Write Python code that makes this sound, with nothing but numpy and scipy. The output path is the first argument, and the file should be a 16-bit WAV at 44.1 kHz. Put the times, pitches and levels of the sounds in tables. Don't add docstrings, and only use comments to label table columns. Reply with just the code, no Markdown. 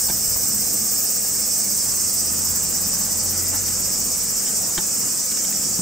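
import sys
import numpy as np
from scipy import signal
from scipy.io import wavfile
from scipy.ndimage import uniform_filter1d

SR = 44100
rng = np.random.default_rng(int(sys.argv[2]) if len(sys.argv) > 2 else 0)


def bounce(signal):
    frames = np.transpose(np.atleast_2d(signal))
    limited = np.clip(frames, -1, 1)
    pcm = np.round(limited * 32767).astype(np.int16)
    wavfile.write(sys.argv[1], SR, pcm)


def how_loud(loudness_db):
    steps = np.asarray(loudness_db, float) / 20
    return 10 ** steps


N = 256220

# (time [s], level [dB], centre of the bright band [Hz], left minus right [dB])
WASH = [(0, -21, 8130, -1), (.86, -22, 8040, -1.5), (2.14, -21.5, 8020, -1.5), (3.06, -23, 7640, -1),
        (5.81, -22.5, 7500, -.5)]
# (frequency [Hz], relative density [dB])
WASH_SPECTRUM = [(3700, -45), (4200, -20), (4550, -16.5), (4900, -7), (5600, -3), (6800, -3), (8500, -3.5),
                 (9500, -11.5), (10500, -14.5), (12000, -13.5), (13500, -12), (16000, -13.5)]
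# (click rate [1/s], body resonance [Hz], width [Hz], mean level before scatter [dB])
WASH_VOICES = [(249.7, 7350, 1200, -47.5), (296.5, 8300, 540, -45), (339, 7970, 1900, -42.5),
               (417, 8400, 1540, -41), (228.8, 6570, 1500, -41.5)]


def chorus():
    def shape(hz, t):
        centre_hz = follow(WASH, t)[1]
        bright = how_loud(-0.5) * np.exp(-((hz - centre_hz) / 800) ** 2)
        return how_loud(read(WASH_SPECTRUM, hz)) * (1 + bright)

    level_db, _, lean_db = follow(WASH, np.arange(N) / SR)
    likeness = [(5000, 0.86), (8000, 0.52), (13000, 0.56)]  # (frequency [Hz], left-right likeness)
    hiss = noise(shape, size=256, same=likeness, patchy_db=1.26, patch_s=0.045, patch_hz=500)
    sound = how_loud(level_db) * hiss
    for per_s, body_hz, width_hz, db in WASH_VOICES:
        wander = uniform_filter1d(uniform_filter1d(rng.standard_normal(N), 6000), 6000)
        wax_db = 3 * evened(wander)
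        clicks = comb(per_s, jitter=0.006, low_hz=5500, top_hz=9800, drift_s=0.06)
        voice = evened(resonate(clicks, body_hz, width_hz))
        sound += echoes(how_loud(db + wax_db) * voice, t60=0.12, wet_db=3)
    return panned(sound, lean_db)


# (frequency [Hz], width [Hz], relative level [dB])
TYMBAL_MODES = [(4780, 180, -1.5), (5428, 340, 6.5), (5860, 250, 5.5), (6900, 340, -30.5),
                (10930, 590, -13)]
# (time [s], rate [1/s])
THROB_RATE = [(0, 10.12), (1.2, 11.23), (2.2, 10.235), (2.9, 11.055), (5.81, 11.03)]
# (time [s], relative level [dB])
THROB_STRENGTH = [(0, 1.5), (.9, 3.5), (1.5, 5), (2.6, 5.5), (3.8, 4.5), (4.6, 2.5), (5.81, 2)]
# (time [s], left minus right [dB])
CICADA_PLACE = [(0, -5), (1, -0.5), (3, -4), (4, -4.5), (5.81, -6)]


def cicada():
    def leaves(hz, t):
        flicker = uniform_filter1d(rng.standard_normal((len(t), len(hz))), 90, 0)
        fades = uniform_filter1d(flicker, 3, 1).T
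        return how_loud(1.3 * evened(fades))

    t = np.arange(N) / SR
    clicks_per_s = 189.9 + 1.02 * t
    clicks = comb(clicks_per_s, jitter=0.00067, low_hz=4590, top_hz=12000)
    ring = evened(sum(how_loud(db) * resonate(clicks, hz, width) for hz, width, db in TYMBAL_MODES))
    throbs = beats(0.0415, THROB_RATE, THROB_STRENGTH, jitter_s=0.004, uneven_db=1.2)
    song = ring * (swells(throbs, t, length_s=0.085) + how_loud(-16))
    heard = coloured(echoes(song, t60=0.08, wet_db=-2.5), leaves, size=512)
    return panned(how_loud(-33.5) * heard, *follow(CICADA_PLACE, t))


# (frequency [Hz], relative level [dB])
WING_SPECTRUM = [(9000, -44), (10300, -4.5), (11500, 2.5), (12700, -2.5), (13600, 8), (14400, 3),
                 (15200, 8.5), (16000, -7)]
# (frequency [Hz], shift [ms])
STROKE_SHIFT = [(10000, -6), (13300, -7), (16000, 8)]
# (time [s], tilt [dB per kHz])
WING_BRIGHTNESS = [(0, 3), (1, 4), (1.8, 1.2), (3, 0), (5.81, -.3)]
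# (time [s], rate [1/s])
STROKE_RATE = [(0, 16.4), (1, 16.295), (3, 16.37), (4.3, 15.755), (5.81, 15.91)]
# (time [s], relative level [dB])
STROKE_STRENGTH = [(0, 1), (1.5, 0), (2.6, 2.5), (3.6, 1.5), (4.5, 0), (5.81, -2.5)]


def katydid():
    strokes = beats(0.005, STROKE_RATE, STROKE_STRENGTH, jitter_s=0.005, uneven_db=1.1)

    def shape(hz, t):
        tilt_db = follow(WING_BRIGHTNESS, t)[0] * np.maximum(hz - 14000, 0) / 1000
        shift_s = read(STROKE_SHIFT, hz) / 1000
        stroke = swells(strokes, t - shift_s, length_s=0.052, sharpness=1.5)
        return how_loud(read(WING_SPECTRUM, hz) + tilt_db) * stroke

    clicks = comb(340, jitter=0.012, low_hz=8500, top_hz=16500, drift_s=0.08)
    teeth = echoes(clicks, t60=0.02, wet_db=-5)
    rasp = noise(lambda hz, t: 1, size=128, same=[(13000, 0.78)], patchy_db=2.3, patch_s=0.03, patch_hz=900)
    scrape = rasp + how_loud(-8) * teeth
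    return panned(how_loud(-27) * coloured(scrape, shape, size=128), -1.5)


# (time [s], relative height of the narrow band [dB], relative height of the top band [dB])
BUZZER_BANDS = [(0, -4, -4), (.55, -1.5, -5), (1.08, -2.5, -5), (1.16, -11, -6), (1.7, -32, -7),
                (2.6, -30, -15), (5.81, -34, -15)]


def buzzer():
    def shape(hz, t):
        narrow_db, top_db = follow(BUZZER_BANDS, t)
        narrow = how_loud(narrow_db) * np.exp(-((hz - 12000) / 330) ** 2)
        top = how_loud(top_db) * np.exp(-((hz - 14100) / 900) ** 2)
        return narrow + top

    clicks = comb(370, jitter=0.01, low_hz=10500, top_hz=16500, drift_s=0.04)
    blurred = echoes(clicks, t60=0.05, wet_db=0)
    hiss = noise(lambda hz, t: 1, size=256, same=[(13000, 0.7)], patchy_db=1.5, patch_s=0.05, patch_hz=800)
    buzz = hiss + how_loud(-8) * blurred
    return how_loud(-36) * coloured(buzz, shape, size=256)


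# (time [s], energy [dB], length of the rattle [s], pitch of the panel struck [Hz],
# fall away from that pitch [dB per octave])
PAW_KNOCKS = [(.086, -8.5, 0.013, 900, 3), (.097, -2, .012, 750, 5), (.36, -10, 0.01, 400, 17),
              (1.245, -16, 0.012, 1100, 15), (3.525, -5, 0.059, 1100, 10), (3.656, -22, 0.0044, 2910, 8),
              (3.682, -12, 0.0041, 2690, 12), (4.46, -8, 0.045, 2300, 3), (4.7757, 3, .016, 600, 3),
              (4.802, -13, 0.0084, 850, 18), (5.313, -8.5, 0.013, 2300, 22),
              (5.37, -11.5, 0.0094, 1920, 26), (5.446, -9, 0.012, 2000, 0.5),
              (5.521, -13.5, 0.019, 2300, 27), (5.629, -17, 0.021, 1250, 17), (5.789, 3, 0.012, 182, 23)]
# (frequency [Hz], relative level [dB], 60 dB decay time [s])
CRATE_MODES = [(109, -9, 0.057), (181, -2.5, 0.16), (364, -6, 0.037), (675, -10, 0.04), (846, -7.5, 0.051),
               (960, -6, 0.029), (1250, -4, 0.014), (1620, -8.5, 0.051), (1840, -7, .025),
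               (2300, -8, 0.035), (2560, -8, 0.0059), (3150, 3, 0.014), (3630, 3, 0.014), (4230, -4, 0.016)]


def crate():
    out, t = np.zeros(N + SR), np.arange(SR // 5) / SR
    for s, db, length_s, panel_hz, fall_db in PAW_KNOCKS:
        ticks = np.zeros(SR // 10)
        when = (np.arange(24) + rng.random(24)) / 24
        rise_fall = np.minimum(when / 0.12, 1) * (1 - 0.85 * when)
        force = rng.choice([-1, 1], 24) * rng.uniform(0.6, 1, 24) * rise_fall
        np.add.at(ticks, (when * length_s * SR).astype(int), force)
        ring = np.zeros(len(t))
        for hz, level_db, t60 in CRATE_MODES:
            mode_db = level_db - fall_db * abs(np.log2(hz / panel_hz))
            ring += how_loud(mode_db - 60 * t / t60) * np.sin(2 * np.pi * hz * t)
        band_hz = [panel_hz * 0.5, min(panel_hz * 2.5, 4600)]
        band = signal.butter(2, band_hz, "band", fs=SR)
        crack = signal.lfilter(*band, rng.standard_normal(len(t)))
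        ring += how_loud(8 - 60 * t / 0.0044) * evened(crack)
        knock = signal.fftconvolve(ticks, ring)
        at = round(s * SR)
        out[at:at + len(knock)] += how_loud(db) * knock / np.linalg.norm(knock)
    return panned(echoes(out[:N], t60=0.1, wet_db=-9), -1.4)


# (time [s], firing rate [Hz], level of order 1 [dB], of order 2 [dB], of order 4 [dB])
ENGINE_ORDERS = [(1.9, 38.4, -63, -55, -56), (2.3, 41.33, -58, -43, -50), (2.63, 42.3, -52, -42.5, -47),
                 (3, 43.9, -48, -45, -46.5), (3.4, 44.9, -50.5, -37.5, -51), (3.64, 47.4, -46, -38.5, -59),
                 (3.82, 44.66, -49, -43, -47), (4.25, 42.5, -51, -52.5, -56), (4.6, 40, -72, -68, -62)]
# (time [s], level [dB])
ROAR_LEVEL = [(0, -83), (1.5, -58), (2.4, -43), (3.4, -44), (4.2, -44.5), (5.81, -57)]
# (time [s], base frequency [Hz], level [dB])
GEAR_WHINE = [(3.02, 645, -82), (3.12, 651, -59), (3.4, 655, -54.5), (3.72, 666, -57), (3.85, 650, -66)]


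def engine():
    t = np.arange(N) / SR
    firing_hz, *levels_db = follow(ENGINE_ORDERS, t)
    inside_s = np.minimum(t - ENGINE_ORDERS[0][0], ENGINE_ORDERS[-1][0] - t)
    fade = np.clip(inside_s / 0.3 + 1, 0, 1)
    turns = np.cumsum(firing_hz) / SR
    tones = sum(np.sqrt(2) * how_loud(db) * np.sin(2 * np.pi * order * turns)
                for order, db in zip((1, 2, 4), levels_db))

    # (frequency [Hz], relative density [dB])
    roar_spectrum = [(120, -10), (220, 3.5), (310, -6.5), (420, -8.0), (700, -8), (1600, -15.5),
                     (2600, -18.5), (4000, -20.5)]
    roar = noise(lambda hz, s: how_loud(read(roar_spectrum, hz)), size=1024, same=[(1000, 0.89)],
                 patchy_db=2.0, patch_s=0.08, patch_hz=300)
    roar = roar * how_loud(*follow(ROAR_LEVEL, t))

    whine_hz, whine_db = follow(GEAR_WHINE, t)
    gears = 2 * np.pi * np.cumsum(whine_hz) / SR
    whine = how_loud(whine_db) * (np.sin(2 * gears) + np.sin(3 * gears))
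    return panned(tones * fade, 5.6) + panned(roar + whine, -11.5)


# (frequency [Hz], relative density [dB])
RUMBLE_SPECTRUM = [(15, -34), (25, -11.5), (97, -4), (165, -4.5), (204, -3.5), (282, -6), (433, -11),
                   (709, -12.5), (900, -16.5), (1250, -15), (2000, -18), (2700, -18.5), (3300, -23.5),
                   (3700, -22), (4200, -21), (5500, -51), (9000, -84)]
# (frequency [Hz], left minus right [dB])
RUMBLE_PLACE = [(60, 4.5), (110, 4.5), (200, -3), (380, -2.5), (700, -3), (1290, -2), (2380, -4),
                (4400, -8.5), (8120, -0.5), (15000, -1.0)]
# (frequency [Hz], left-right likeness [0 to 1])
RUMBLE_LIKENESS = [(60, 0.95), (400, 0.95), (800, 0.98), (1400, 0.98), (2400, 0.91)]
# (time [s], relative level [dB])
RUMBLE_SWELL = [(0, 3.5), (1, 0), (2, 1), (3.5, -3), (4.5, 1), (5.2, -4), (5.81, 0.5)]
# (frequency [Hz], width [Hz], level [dB])
HUM_TONES = [(194.8, 7, -49), (213.65, 7.6, -47), (390.6, 9.1, -56.5), (500, 59, -50), (759, 12, -60.5),
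             (1255, 31, -60)]


def background():
    def shape(hz, t):
        lean_db = np.multiply.outer([0.5, -0.5], read(RUMBLE_PLACE, hz))
        swell_db = follow(RUMBLE_SWELL, t)[0] / (1 + (hz / 130) ** 4)
        return how_loud(read(RUMBLE_SPECTRUM, hz) + lean_db + swell_db)

    rumble = noise(shape, size=2048, same=RUMBLE_LIKENESS, patchy_db=2.0, patch_s=0.15, patch_hz=150)
    hum = sum(how_loud(db) * evened(resonate(rng.standard_normal(N), hz, width)) for hz, width, db in HUM_TONES)
    return how_loud(-38) * rumble + panned(hum, -2.4)


def evened(x):
    return x / np.sqrt(np.mean(x ** 2) + 1e-20)


def read(points, hz):
    f, value = np.transpose(points)
    return np.interp(np.log(hz + 1), np.log(f + 1), value)


def follow(rows, t):
    s, *columns = np.transpose(rows)
    return [np.interp(t, s, c) for c in columns]


def panned(x, lean_db):
    return x * how_loud(np.multiply.outer([0.5, -0.5], lean_db * np.ones(N)))


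def resonate(x, hz, width):
    turn = np.exp(2j * np.pi * hz * np.arange(N) / SR)
    r = np.exp(-np.pi * width / SR)
    smoothed = signal.lfilter([(1 - r) ** 2], [1, -2 * r, r * r], x / turn)
    return 2 * (turn * smoothed).real


def noise(shape, size, same, patchy_db, patch_s, patch_hz):
    hop = size // 4
    t = np.arange(N // hop + 5) * hop / SR
    hz = np.fft.rfftfreq(size, 1 / SR)[:, None]
    a, b, c, d, patches = rng.standard_normal((len(t), len(hz), 5)).T
    for axis, cells in enumerate([patch_hz * size / SR, patch_s * SR / hop]):
        patches = uniform_filter1d(patches, max(round(cells), 1), axis)
    same = np.clip(read(same, hz), 0, 1)
    left = a + 1j * b
    right = same * left + np.sqrt(1 - same ** 2) * (c + 1j * d)
    z = np.array([left, right])
    z *= shape(hz, t) * how_loud(patchy_db * evened(patches))
    return evened(signal.istft(z, nperseg=size, noverlap=size - hop)[1][:, :N])


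def coloured(x, shape, size):
    overlap = size - size // 4
    hz, t, z = signal.stft(x, SR, nperseg=size, noverlap=overlap)
    shaped = z * shape(hz[:, None], t)
    return evened(signal.istft(shaped, nperseg=size, noverlap=overlap)[1][:, :N])


def beats(first_s, pace, effort, jitter_s, uneven_db):
    t = np.arange(first_s, N / SR + 0.1, 0.001)
    turns = np.cumsum(follow(pace, t)[0]) * 0.001
    s = np.interp(np.arange(int(turns[-1])), turns, t)
    late, loud = rng.standard_normal((len(s), 2)).T
    return np.transpose([s + jitter_s * late, follow(effort, s)[0] + uneven_db * loud])


def swells(events, t, length_s, sharpness=2):
    s, db = np.transpose(events)
    nearest = np.searchsorted((s[1:] + s[:-1]) / 2, t)
    phase = np.clip((t - s[nearest]) / length_s, -0.5, 0.5)
    return how_loud(db[nearest]) * np.cos(np.pi * phase).clip(0) ** sharpness


def comb(per_s, jitter, low_hz, top_hz, drift_s=0.012):
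    wander = evened(uniform_filter1d(rng.standard_normal(N), round(drift_s * SR)))
    turns = np.cumsum(per_s * (1 + jitter * wander)) / SR
    mean = np.mean(per_s)
    harmonics = range(round(low_hz / mean), round(top_hz / mean))
    return evened(sum(np.cos(2 * np.pi * k * turns) for k in harmonics))


def echoes(x, t60, wet_db, size=6000):
    taps = rng.standard_normal((2, size)) * how_loud(-60 * np.arange(size) / SR / t60)
    taps = taps / np.linalg.norm(taps[0])
    return x + how_loud(wet_db) * signal.oaconvolve(x[None], taps, axes=1)[:, :N]


def scene():
    return chorus() + cicada() + katydid() + buzzer() + crate() + engine() + background()


def roll_off(x):
    return signal.sosfilt(signal.butter(12, 17020, fs=SR, output="sos"), x)


def record(dry):
    edge = signal.firwin(2001, 15750, window=("kaiser", 9), fs=SR)
    mix = signal.oaconvolve(dry, edge[None], "same")
    return roll_off(mix)


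dry = scene()
out = record(dry)
bounce(out)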